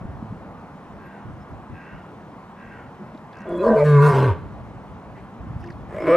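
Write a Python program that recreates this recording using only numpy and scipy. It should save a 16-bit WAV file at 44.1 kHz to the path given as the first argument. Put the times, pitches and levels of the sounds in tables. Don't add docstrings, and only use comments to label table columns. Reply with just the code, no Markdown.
import sys
import numpy as np
from scipy import signal
from scipy.fft import rfft, irfft, next_fast_len
from scipy.io import wavfile
from scipy.ndimage import uniform_filter1d

SR = 44100
rng = np.random.default_rng(int(sys.argv[2]) if len(sys.argv) > 2 else 0)


def volts_from_decibels(level):
    exponent = np.asarray(level, float) / 20
    return 10 ** exponent


def store_pcm(level_fs):
    pcm = np.round(np.clip(level_fs, -1, 1) * 32767).astype(np.int16)
    wavfile.write(sys.argv[1], SR, np.atleast_2d(pcm).T)


N = 272038

# [f/Hz, density/dB per Hz]
TRAFFIC_COLOUR = [(20, -27.5), (60, -13), (125, -6.5), (195, -1), (300, -10), (530, -12.5), (700, -10.5),
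                  (1030, -11.5), (1600, -21.5), (2500, -31), (4000, -40.5), (7000, -47.5), (11000, -53),
                  (14000, -52)]
TRAFFIC_DB = -41
# [f/Hz, likeness 0-1]
TRAFFIC_LIKENESS = [(40, .84), (110, .93), (400, .97), (1400, .93), (2600, .82), (5000, .65), (12000, .5)]

# [f/Hz, density/dB per Hz]
WIND_COLOUR = [(12, -66), (20, -38.5), (53, -2), (112, -0.5), (258, -12), (357, -13), (461, -45.5),
               (500, -24), (650, -65.5), (1100, -120)]
# [start/s, length/s, level/dB]
GUSTS = [(0.0, 0.37, -35.5), (0.395, 0.27, -44), (0.89, 0.18, -44), (1.235, 0.16, -35), (1.49, 0.12, -36.5),
         (1.692, 0.056, -32), (1.908, 0.06, -34), (2.65, 0.2, -47), (4.328, 0.38, -34), (4.732, 0.13, -38),
         (4.88, 0.11, -40), (5.053, 0.22, -40), (5.379, 0.76, -36.5), (5.97, .25, -46)]
CALM_DB, GUST_RISE_S, GUST_SAG_DB, GUST_FALL_DB_PER_S = -78, 0.022, -7, 258
# [t/s, peak level/dB, f/Hz, length/cycles]
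BUFFETS = [(0.015, -28, 156, 1.67), (0.055, -19, 127, 0.64), (0.099, -27.5, 91, 2.3),
           (0.228, -20.5, 207, 1.3), (0.31, -27.5, 115, 2.3), (0.327, -23.5, 188, 1.4),
           (1.72, -36, 124, 1.5), (3.013, -32, 199, 7.5), (3.012, -40.5, 359, 19), (3.099, -41.5, 232, 8.8),
           (3.153, -32, 287, 2.6), (3.15, -38.5, 624, 7.3), (5.469, -25, 160, 1.3), (5.506, -27, 132, 2.9),
           (5.566, -21, 108, 1.1), (5.676, -36.5, 345, 29)]

# [f/Hz, t60/s]
ROCK_DECAY = [(100, 1), (300, 0.68), (1000, 0.53), (4000, 0.58), (12000, 0.049)]
# [f/Hz, level/dB]
SIDE_SPREAD = [(60, -15.5), (150, -21), (260, -21), (500, -27.5), (1000, -19), (2000, -20), (5000, -14),
               (12000, -9.5)]

# [start/s, length/s, level/dB, pulse rate f/Hz, extra level of the top resonance/dB]
CAWS = [
    (0.971, 0.33, -55.5, 78.6, -14),
    (1.716, 0.36, -53, 81.3, -9.5),
    (2.55, 0.37, -52, 80.8, -14.5),
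    (3.317, 0.26, -54.5, 80.2, -12),
    (5.128, 0.11, -79, 79.5, -10),
]
# [start f/Hz, end f/Hz, width/Hz, level/dB]
BEAK = [(1620, 1270, 125, 0), (1900, 1800, 180, -7), (2220, 1980, 240, -13), (2580, 3100, 170, 2)]
# [t/s, length/s, start f/Hz, end f/Hz, level/dB]
CHIRP = (1.39, .065, 5400, 5100, -67)
# [t/s, peak level/dB, f/Hz, ring/s]
CLICKS = [(1.021, -60, 13000, 0.0018), (1.052, -55, 12500, 0.016), (3.116, -28, 647, 0.0043),
          (3.146, -50, 3900, 0.0044), (3.174, -48, 3750, .004), (3.174, -56, 5200, 0.0046),
          (3.25, -29, 900, 0.003), (3.327, -50, 4850, 0.0054), (3.327, -45, 3430, .007),
          (3.352, -52, 4640, 0.0035), (3.369, -50, 4950, .003), (3.385, -50, 4940, .003),
          (3.369, -56, 6200, .005), (3.386, -56, 6200, 0.0056), (3.402, -50, 6000, .006),
          (3.417, -51, 5000, .003), (3.49, -49, 8500, 0.0033), (3.575, -48.5, 8550, 0.0057),
          (5.15, -34.5, 1950, 0.042), (5.17, -47, 2450, 0.033), (5.247, -30, 890, 0.0021),
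          (5.6, -57, 10000, 0.0076), (5.612, -54, 5320, 0.0047), (5.64, -48, 5230, 0.0035),
          (5.658, -48, 4740, 0.0053), (5.671, -48, 4900, 0.005), (5.685, -35.5, 1986, 0.0033),
          (5.701, -43.5, 4730, 0.0059), (5.717, -48, 4300, 0.0082), (5.638, -31, 1740, 0.0066),
          (5.671, -41, 2600, 0.006), (5.701, -30, 1750, 0.0059), (5.59, -49, 5200, 0.044),
          (5.62, -39.5, 2700, .03)]

# [start/s, end/s, factor on the upper resonances, breath level/dB]
ROARS = [
    (3.445, 4.46, 1.02, 2.5),
    (5.88, 6.208, 1.06, -6),
]
# [t/s, level/dB]
EFFORT = [
    [(3.51, -26), (3.59, -25.5), (3.645, -17), (3.72, -17), (3.785, -14.5), (3.86, -20.5), (4.05, -17.5),
     (4.13, -22.5), (4.315, -28)],
    [(5.91, -54), (5.956, -32), (5.992, -37), (6.004, -29), (6.03, -28.5), (6.066, -22), (6.074, -21),
     (6.114, -15), (6.158, -12), (6.2, 2)],
]
RISE_DB_PER_S, FALL_DB_PER_S = 229, 483
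# [t/s, level/dB]
CHEST = [
    [(3.51, -47), (3.59, -42), (3.715, -15), (3.765, -31), (3.87, -15.5), (3.97, -9.5), (4.08, -13.5),
     (4.14, -18), (4.315, -17)],
    [(5.91, -41), (5.96, -49), (6.0, -50), (6.11, -33.5), (6.2, -53)],
]
# [t/s, half length/s, level/dB]
CRACK = (4.123, .008, -17)
# [t/s, pitch f/Hz, roughness 0-1]
FOLDS = [
    [(3.6, 176, .25), (3.765, 146.5, .15), (3.86, 150.6, .04), (3.99, 141.8, .03), (4.055, 149.5, .22),
     (4.11, 147, .45), (4.16, 135, .7), (4.26, 130, .62), (4.335, 85, .55)],
    [(5.88, 150, .6), (5.99, 157, .42), (6.005, 169, .2), (6.055, 169, .2), (6.065, 153, .2),
     (6.08, 156, .2), (6.095, 165, .15), (6.17, 172, .1)],
]
ONSET_ROUGH, ONSET_S = .55, .07
# [start/s, full/s, end/s, drop of two pulses in three/dB, pitch jump factor]
GROWLS = [
    (3.6, 3.67, 3.748, 11, 1.43),
    (5.9, 6.0, 6.055, 12, 1),
]
GROWL_FADE_S, JUMP_ROUGH, JUMP_TILT_DB = .014, .95, -46
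# [t/s, level/dB]
LEAK = [
    [(3.6, -1.5), (3.9, 5), (3.96, 1), (4.012, -3.5), (4.024, 1.5), (4.075, 0), (4.12, -2), (4.19, -1.5),
     (4.3, -1)],
    [(5.9, 3), (5.97, 7), (6.03, 5), (6.1, 2), (6.2, 5)],
]
RASP_FROM, RASP_SPAN = .1, .07
# [t/s, first f/Hz, second f/Hz, second level/dB, mouth opening level/dB]
JAW = [
    [(3.5, 370, 682, -5, -15), (3.6, 330, 553, -2.5, -17), (3.67, 482, 630, 1.5, -6.5),
     (3.78, 465, 652, -6.5, -19), (3.835, 410, 560, 7, -19), (3.852, 420, 558, -14.5, -13),
     (3.96, 417, 575, -17, -15), (4.07, 419, 603, -19, -2), (4.2, 394, 576, -18, -1.5)],
    [(5.9, 374, 603, -9, 3), (5.96, 364, 607, 8, -11), (5.99, 396, 613, 15, -15), (6.03, 337, 635, -5, -14),
     (6.065, 300, 660, -11, -9.5), (6.09, 498, 620, 1, -11), (6.115, 476, 623, -2.5, -11.5),
     (6.16, 537, 657, -13, -27)],
]
# [f/Hz, width/Hz, level/dB]
MOUTH = [(989.6, 67, 16), (1163, 153, 4.5), (1407, 46, 2.5), (1554, 210, -1.5), (1886, 107, -10),
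         (2144, 110, -11), (2490, 140, -18.5), (3600, 67, -61)]
SAG_PER_S, TILT_DB = 0.044, 5
# [t/s, factor]
LIPS = [
    [(3.6, 1), (3.775, 1), (3.838, .84), (3.846, 1.19), (3.965, 1.135), (4.0, 1.0), (4.3, .98)],
    [(5.9, 1), (6.2, 1)],
]
BENT = (1, 0, 1, 0, 0, 0, 0, 0)
# [f/Hz, density/dB per Hz]
HISS_COLOUR = [(1500, -32), (2600, -1), (3200, -5), (4400, -2.5), (5200, -5), (6300, -9.5), (8000, -8),
               (10000, -12), (13000, -15), (15000, -30.5)]
HISS_DB, HISS_PER_OPEN, HISS_ROUGH_DB, HISS_GROWL_DB = -23.5, 1, -1.5, -21
HISS_LOW_DB, SLACK_HZ = 20, 135.6
# [multiple of the pitch, level/dB]
OVERTONES = [(1, 0), (2, -31), (3, -8), (4, -22), (5, -35), (6, -36), (7, -18), (8, -13.5), (9, -30.5),
             (10, -26), (11, -25.5), (12, -29.5), (13, -49), (14, -41), (15, -30.5), (16, -40), (17, -45),
             (18, -41.5), (19, -54)]
# [t/s, level/dB]
CLEAR = [(3.842, -61), (3.858, -29.5), (3.93, -27), (3.99, -24.5), (4.05, -35), (4.1, -33), (4.13, -58)]
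# [t/s, length/s, start f/Hz, end f/Hz, level/dB]
GLIDES = [(3.58, .054, 2500, 2560, -49), (3.62, .2, 1620, 1490, -36), (3.66, .1, 1840, 1800, -44),
          (3.76, .09, 1010, 840, -32), (3.785, .04, 1220, 1200, -38), (3.755, .115, 2340, 2220, -41),
          (3.765, .07, 2200, 1980, -46), (4.0, .09, 2640, 2650, -44), (4.01, .085, 1430, 1425, -26),
          (3.99, .25, 750, 650, -33), (4.05, .27, 890, 880, -33), (5.96, .33, 2130, 2330, -37),
          (5.99, .07, 5250, 5100, -61), (6.065, .1, 5050, 5550, -58), (6.11, .1, 4300, 4000, -60),
          (3.84, .05, 1800, 1750, -42), (3.97, .06, 1000, 1000, -28), (6.03, .19, 270, 351, -21),
          (6.07, .26, 1130, 1480, -22), (6.07, .09, 2750, 2950, -51)]
# [t/s, length/s, start f/Hz, end f/Hz, level/dB]
TEETH = [(3.46, .23, 3390, 3350, -55), (3.575, .07, 4010, 4000, -59), (3.638, .055, 4400, 4380, -57),
         (3.672, .03, 5150, 5000, -60), (3.73, .055, 2900, 2950, -57), (3.765, .035, 4250, 4250, -60),
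         (3.79, .05, 2050, 1950, -47), (3.855, .055, 2720, 2650, -52), (3.865, .055, 3350, 3180, -56),
         (3.845, .13, 4400, 4200, -58), (3.845, .13, 3900, 3620, -56), (3.93, .065, 2700, 2600, -53),
         (3.92, .1, 2200, 2130, -48), (4.04, .05, 5100, 5100, -54), (4.125, .05, 4550, 4550, -55),
         (4.15, .11, 3250, 3150, -53), (4.16, .11, 4250, 3950, -54), (4.155, .06, 5250, 5000, -55),
         (4.15, .05, 1650, 1640, -36), (4.2, .06, 2700, 2650, -49), (6.08, .1, 8300, 8350, -63)]
# [t/s, length/s, f/Hz, level/dB]
BLURS = [(3.46, .13, 450, -33), (3.632, .12, 400, -27.5), (3.4, 1, 62, -41.5), (3.84, .1, 3400, -60),
         (3.86, .077, 10000, -64), (5.88, .2, 1570, -45), (5.99, .38, 1900, -44.5),
         (5.86, .27, 7400, -65.5), (4.039, .32, 2270, -41), (4.109, .225, 300, -28),
         (5.88, .11, 480, -38.5), (5.945, .54, 433, -24.5), (4.02, .3, 4600, -56), (3.62, .16, 520, -26),
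         (4.1, .22, 400, -29), (3.46, .16, 260, -36), (6.03, .28, 1500, -33)]
# [t/s, length/s, f/Hz, level/dB]
SNAP = (3.843, .03, 6500, -54)
NARROW_HZ, NARROW_SHARE, WHISTLE_SHARE, RUSH_SHARE = 30, .045, .02, .65

# [f/Hz, threshold/spreads of chance]
HOLES = [(5000, 3.5), (7500, 2), (10500, 1.4), (12300, .6), (13300, -.1), (14300, -.6)]
HOLE_PER_DB = .07


def evened(x):
    return x / np.sqrt(np.mean(x ** 2) + 1e-20)


def levelled(x, s=0.069):
    return x / np.sqrt(abs(uniform_filter1d(x ** 2, int(s * SR))) + 1e-14)


def read(points, hz):
    f, value = np.transpose(points)
    return np.interp(np.log(hz + 1), np.log(f + 1), value)


def follow(rows, t):
    s, *columns = np.transpose(rows)
    return [np.interp(t, s, c) for c in columns]


def add(mix, s, sound):
    part = mix[max(round(s * SR), 0):][:len(sound)]
    part += sound[:len(part)]


def resonate(x, hz, width):
    turn = np.exp(2j * np.pi * np.cumsum(hz * np.ones(len(x))) / SR)
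    r = np.exp(-np.pi * width / SR)
    return 2 * (turn * signal.lfilter([1 - r], [1, -r], x / turn)).real


def steep(x, hz, width):
    return resonate(resonate(x, hz, width), hz, width)


def coloured(x, points):
    size = next_fast_len(len(x))
    gain = volts_from_decibels(read(points, np.fft.rfftfreq(size, 1 / SR)))
    return irfft(rfft(x, size) * gain, size)[:len(x)]


def patchy(x, spread_db):
    z = signal.stft(x, nperseg=256)[2]
    patches = uniform_filter1d(rng.standard_normal(z.shape), 4, axis=0)
    patches = evened(uniform_filter1d(patches, 12, axis=1))
    return signal.istft(z * volts_from_decibels(spread_db * patches), nperseg=256)[1][:len(x)]


def pulses(turns, late, size):
    last = len(turns) - 2
    at = np.interp(np.arange(len(late)) + 1 + late, turns, np.arange(len(turns) * 1.), right=last)
    whole = np.minimum(at.astype(int), last)
    out = np.zeros(len(turns))
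    np.add.at(out, whole, size * (1 - at + whole))
    np.add.at(out, whole + 1, size * (at - whole))
    return out


def traffic():
    hz = np.fft.rfftfreq(2048, 1 / SR)
    a, b, c, d, patches = rng.standard_normal((5, len(hz), N // 512 + 5))
    patches = evened(uniform_filter1d(uniform_filter1d(patches, 25, 0), 8, 1))
    same = read(TRAFFIC_LIKENESS, hz)[:, None]
    right = a + 1j * b
    left = same * right + np.sqrt(1 - same ** 2) * (c + 1j * d)
    offset = np.exp(2j * np.pi * np.minimum(hz, 2500) * 3.6 / SR)[:, None]
    z = np.array([offset * left, right]) * volts_from_decibels(read(TRAFFIC_COLOUR, hz)[:, None] + 0.89 * patches)
    return volts_from_decibels(TRAFFIC_DB) * evened(signal.istft(z, nperseg=2048, noverlap=1536)[1][:, :N])


def wind():
    t = np.arange(N) / SR
    push = volts_from_decibels(CALM_DB)
    for s, length, db in GUSTS:
        fall_db = GUST_SAG_DB * (t - s) / length - GUST_FALL_DB_PER_S * np.maximum(t - s - length, 0)
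        push = np.hypot(push, np.clip((t - s) / GUST_RISE_S, 0, 1) * volts_from_decibels(db + np.minimum(fall_db, 0)))
    *noises, slow = rng.standard_normal((4, N))
    lumpy = volts_from_decibels(0.7 * evened(uniform_filter1d(uniform_filter1d(slow, 900), 900)))
    shared, left, right = (evened(coloured(noise * lumpy, WIND_COLOUR)) for noise in noises)
    buffets = np.zeros(N)
    for at, peak_db, hz, cycles in BUFFETS:
        u = np.arange(-1.5 * cycles / hz, 1.5 * cycles / hz, 1 / SR)
        swell = np.exp(-(2.0 * u * hz / cycles) ** 2)
        add(buffets, at + u[0], -volts_from_decibels(peak_db) * swell * np.cos(2 * np.pi * hz * u))
    return push * (0.86 * shared + 0.59 * np.array([left, right])) + buffets


def rocks(x):
    taps = np.zeros((2, SR))
    slots = np.arange(500, SR - 20, 20)
    at = slots + rng.integers(0, 20, (2, len(slots)))
    np.put_along_axis(taps, at, rng.choice([-1., 1.], at.shape), 1)
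    taps[1] = taps[0] + 0.28 * taps[1]
    hz, t, z = signal.stft(taps, SR, nperseg=512)
    tail = signal.istft(z * volts_from_decibels(-60 * t / read(ROCK_DECAY, hz)[:, None]), SR, nperseg=512)[1]
    return signal.fftconvolve(x[None], tail / np.linalg.norm(tail[0]), axes=1)[:, :N]


def side_spread(x):
    scatter = irfft(np.exp(2j * np.pi * rng.random(201)))
    side = coloured(signal.oaconvolve(x, scatter)[:N], SIDE_SPREAD)
    return side * (.4 + .9 * evened(uniform_filter1d(rng.standard_normal(N), 350)))


def crow():
    out = np.zeros(N)
    for s, length, db, hz, top_db in CAWS:
        u = np.linspace(0, 1, int(.4 * SR)) * 0.47 / length
        late, size_db = rng.standard_normal((2, int(hz * length)))
        drive = pulses(np.cumsum(hz + 0 * u) / SR, 0.0318 * late, volts_from_decibels(size_db))
        drive = evened(drive) + .5 * rng.standard_normal(len(u))
        bend = np.clip(u, 0, 1) ** 2.53
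        call = 0
        for from_hz, to_hz, width, level_db in BEAK:
            rising = to_hz > from_hz
            gain = volts_from_decibels(level_db + (top_db - 9.6 * bend) * rising)
            call = call + gain * steep(drive, from_hz + (to_hz - from_hz) * bend, width)
        fade = np.clip(np.minimum(u / .12, (1 - u) / .3), 0, 1)
        add(out, s, volts_from_decibels(db) * evened(call) * fade)
    return out


def chirp():
    out = np.zeros(N)
    s, length, high_hz, low_hz, db = CHIRP
    count = int(length * SR)
    turns = np.cumsum(np.linspace(high_hz, low_hz, count)) / SR
    add(out, s, volts_from_decibels(db) * np.hanning(count) * np.sin(2 * np.pi * turns))
    return out


def lip_clicks():
    out, u = np.zeros(N), np.arange(2700) / SR
    for s, db, hz, ring in CLICKS:
        burst = rng.standard_normal(len(u)) * u / ring * np.exp(-2 * u / ring)
        add(out, s, volts_from_decibels(db - 23) * evened(steep(burst, hz, 0.27 * hz)))
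    return out


def effort(rows, t):
    before, after = np.maximum(rows[0][0] - t, 0), np.maximum(t - rows[-1][0], 0)
    return follow(rows, t)[0] - RISE_DB_PER_S * before - FALL_DB_PER_S * after


def fold_slaps(turns, rough, drop_db):
    late, size_db = rng.standard_normal((2, int(turns[-1])))
    cycle = np.arange(len(late))
    rough, drop_db = (np.interp(cycle + 1, turns, curve) for curve in (rough, drop_db))
    return pulses(turns, 0.22 * rough * late, volts_from_decibels(0.7 * rough * size_db - drop_db * (cycle % 3 > 0)))


def throat_sound(drive, rush, rough, first_hz, second_hz, second_db):
    throat = steep(drive, first_hz, 70) - volts_from_decibels(second_db) * steep(drive, second_hz, 75)
    return throat + 1.36 * rough * steep(rush, (first_hz + second_hz) / 2, 220)


def mouth_sound(drive, rush, rough, growl, stretch, lips, tilt_db):
    blur = resonate(rush, 1000, 390) + 0.15 * resonate(rush, 1270, 600) + 0.08 * resonate(rush, 2050, 700)
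    mouth = 0.17 * rough * blur + 0.035 * (1 - .85 * growl) * steep(drive, 1800, 1000)
    for j, (hz, width, db) in enumerate(MOUTH):
        gain = (-1) ** j * volts_from_decibels(db + tilt_db * np.log2(hz / MOUTH[0][0]))
        mouth += gain * steep(drive, hz * stretch * lips ** BENT[j], width)
    return mouth


def passing_resonances(airy, t):
    events = [(*row, NARROW_HZ + NARROW_SHARE * row[2]) for row in GLIDES]
    events += [(*row, WHISTLE_SHARE * row[2]) for row in TEETH]
    events += [(s, length, hz, hz, db, RUSH_SHARE * hz) for s, length, hz, db in [*BLURS, SNAP]]
    out = np.zeros(len(t))
    for at, length, from_hz, to_hz, db, width in events:
        part = slice(*np.searchsorted(t, [at, at + length]))
        u = (t[part] - at) / length
        path = from_hz + (to_hz - from_hz) * u
        if len(u):
            line = steep(steep(airy[part], path, 1.8 * width), path, 1.8 * width)
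            out[part] += volts_from_decibels(db) * np.sin(np.pi * u) * levelled(line)
    return out


def roar(k):
    start, end, upper, breath_db = ROARS[k]
    t = start + np.arange(round((end - start) * SR)) / SR
    throat_db, chest_db = effort(EFFORT[k], t), effort(CHEST[k], t)
    crack_s, crack_half_s, crack_db = CRACK
    chest_db += crack_db * np.exp(-((t - crack_s) / crack_half_s) ** 2)
    first_hz, second_hz, second_db, open_db = follow(JAW[k], t)

    begin, full, stop, drop_db, jump = GROWLS[k]
    growl = np.clip(np.minimum((t - begin) / (full - begin), 1 + (stop - t) / GROWL_FADE_S), 0, 1)
    lift = (jump - 1) * growl
    hz, rough = follow(FOLDS[k], t)
    hz = hz * (1 + lift)
    rough = rough + JUMP_ROUGH * lift + ONSET_ROUGH * np.maximum(1 - (t - start) / ONSET_S, 0)
    turns = np.cumsum(hz) / SR

    rush_noise, hiss_noise, air_noise = rng.standard_normal((3, len(t)))
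    slaps = fold_slaps(turns, rough, drop_db * growl)
    puff = levelled(signal.lfilter([1], [1, -np.exp(-1 / (.0035 * SR))], slaps))
    rush = rough ** 1.5 * levelled((puff + 1.6 * rough ** 3) * rush_noise)
    drive = (1 - .3 * rough) * levelled(slaps) + 2.2 * rush

    throat = throat_sound(drive, rush, rough, first_hz, second_hz, second_db)
    stretch, tilt_db = upper - SAG_PER_S * (t - start), TILT_DB + JUMP_TILT_DB * lift
    mouth = mouth_sound(drive, rush, rough, growl, stretch, follow(LIPS[k], t)[0], tilt_db)
    dulling = signal.butter(6, 2700, fs=SR, output="sos")
    throat, mouth = signal.sosfilt(dulling, [throat, mouth])

    hiss_db = throat_db + breath_db + HISS_DB + HISS_PER_OPEN * open_db + HISS_GROWL_DB * lift
    hiss_db += HISS_ROUGH_DB * np.clip((rough - RASP_FROM) / RASP_SPAN, 0, 1)
    hiss_db += follow(LEAK[k], t)[0]
    hiss_db += HISS_LOW_DB * np.minimum(np.log2(hz / SLACK_HZ), 0)
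    smooth = .03 + .97 * (1 - growl) ** 3
    breath = (.2 + rough) * (1.3 + smooth * puff) * hiss_noise + .22 * smooth * drive
    hiss = patchy(coloured(breath, HISS_COLOUR), spread_db=3.5)

    wobble = evened(uniform_filter1d(uniform_filter1d(air_noise, 400), 400)) * rough
    chest = np.sqrt(2) * np.cos(2 * np.pi * turns + .2 * wobble)
    ringing = sum(volts_from_decibels(db) * np.cos(2 * np.pi * m * turns + .4 * m * m) for m, db in OVERTONES[4:])

    voice = volts_from_decibels(chest_db) * chest + volts_from_decibels(throat_db) * levelled(throat)
    voice += volts_from_decibels(throat_db + open_db) * levelled(mouth) + volts_from_decibels(hiss_db) * levelled(hiss)
    voice += volts_from_decibels(follow(CLEAR, t)[0]) * evened(ringing)
    air = np.minimum(.03 + 3 * rough + growl, .7) * levelled((puff + .3) * air_noise)
    voice += passing_resonances((1 - .85 * growl) * drive + air, t)
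    return start, voice * np.clip(np.minimum((t - t[0]) / 0.017, (t[-1] - t) / 0.018), 0, 1)


def scene():
    lion, caws = np.zeros(N), crow()
    for k in range(len(ROARS)):
        add(lion, *roar(k))
    near = lion + lip_clicks() + chirp()
    side = side_spread(near)
    thin = signal.sosfilt(signal.butter(2, 450, "high", fs=SR, output="sos"), lion)
    echo = rocks(volts_from_decibels(-15.5) * thin + volts_from_decibels(-3.5) * caws)
    return near + np.array([side, -side]) + caws + echo + traffic() + wind()


def dropouts(x):
    hz, _, z = signal.stft(x, SR, nperseg=512, noverlap=384)
    treble_power = (abs(z[0, hz > 6000]) ** 2).mean(0)
    level_db = uniform_filter1d(10 * np.log10(treble_power + 1e-20), size=9)
    chance = rng.standard_normal((len(hz) // 4 + 1, z.shape[2] // 8 + 1))
    chance = evened(uniform_filter1d(chance, size=2, axis=1))
    chance = np.kron(chance, np.ones((4, 8)))[:len(hz), :z.shape[2]]
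    lost = chance > read(HOLES, hz)[:, None] + HOLE_PER_DB * (level_db - np.median(level_db))
    return signal.istft(z * np.where(lost, .03, 1), SR, nperseg=512, noverlap=384)[1][:, :N]


def top_cut(x):
    return signal.sosfilt(signal.butter(12, 14800, fs=SR, output="sos"), x)


def record(dry):
    limited = signal.oaconvolve(dry, signal.firwin(63, 13800, fs=SR)[None], "same")
    return top_cut(dropouts(limited))


dry = scene()
out = record(dry)
store_pcm(out)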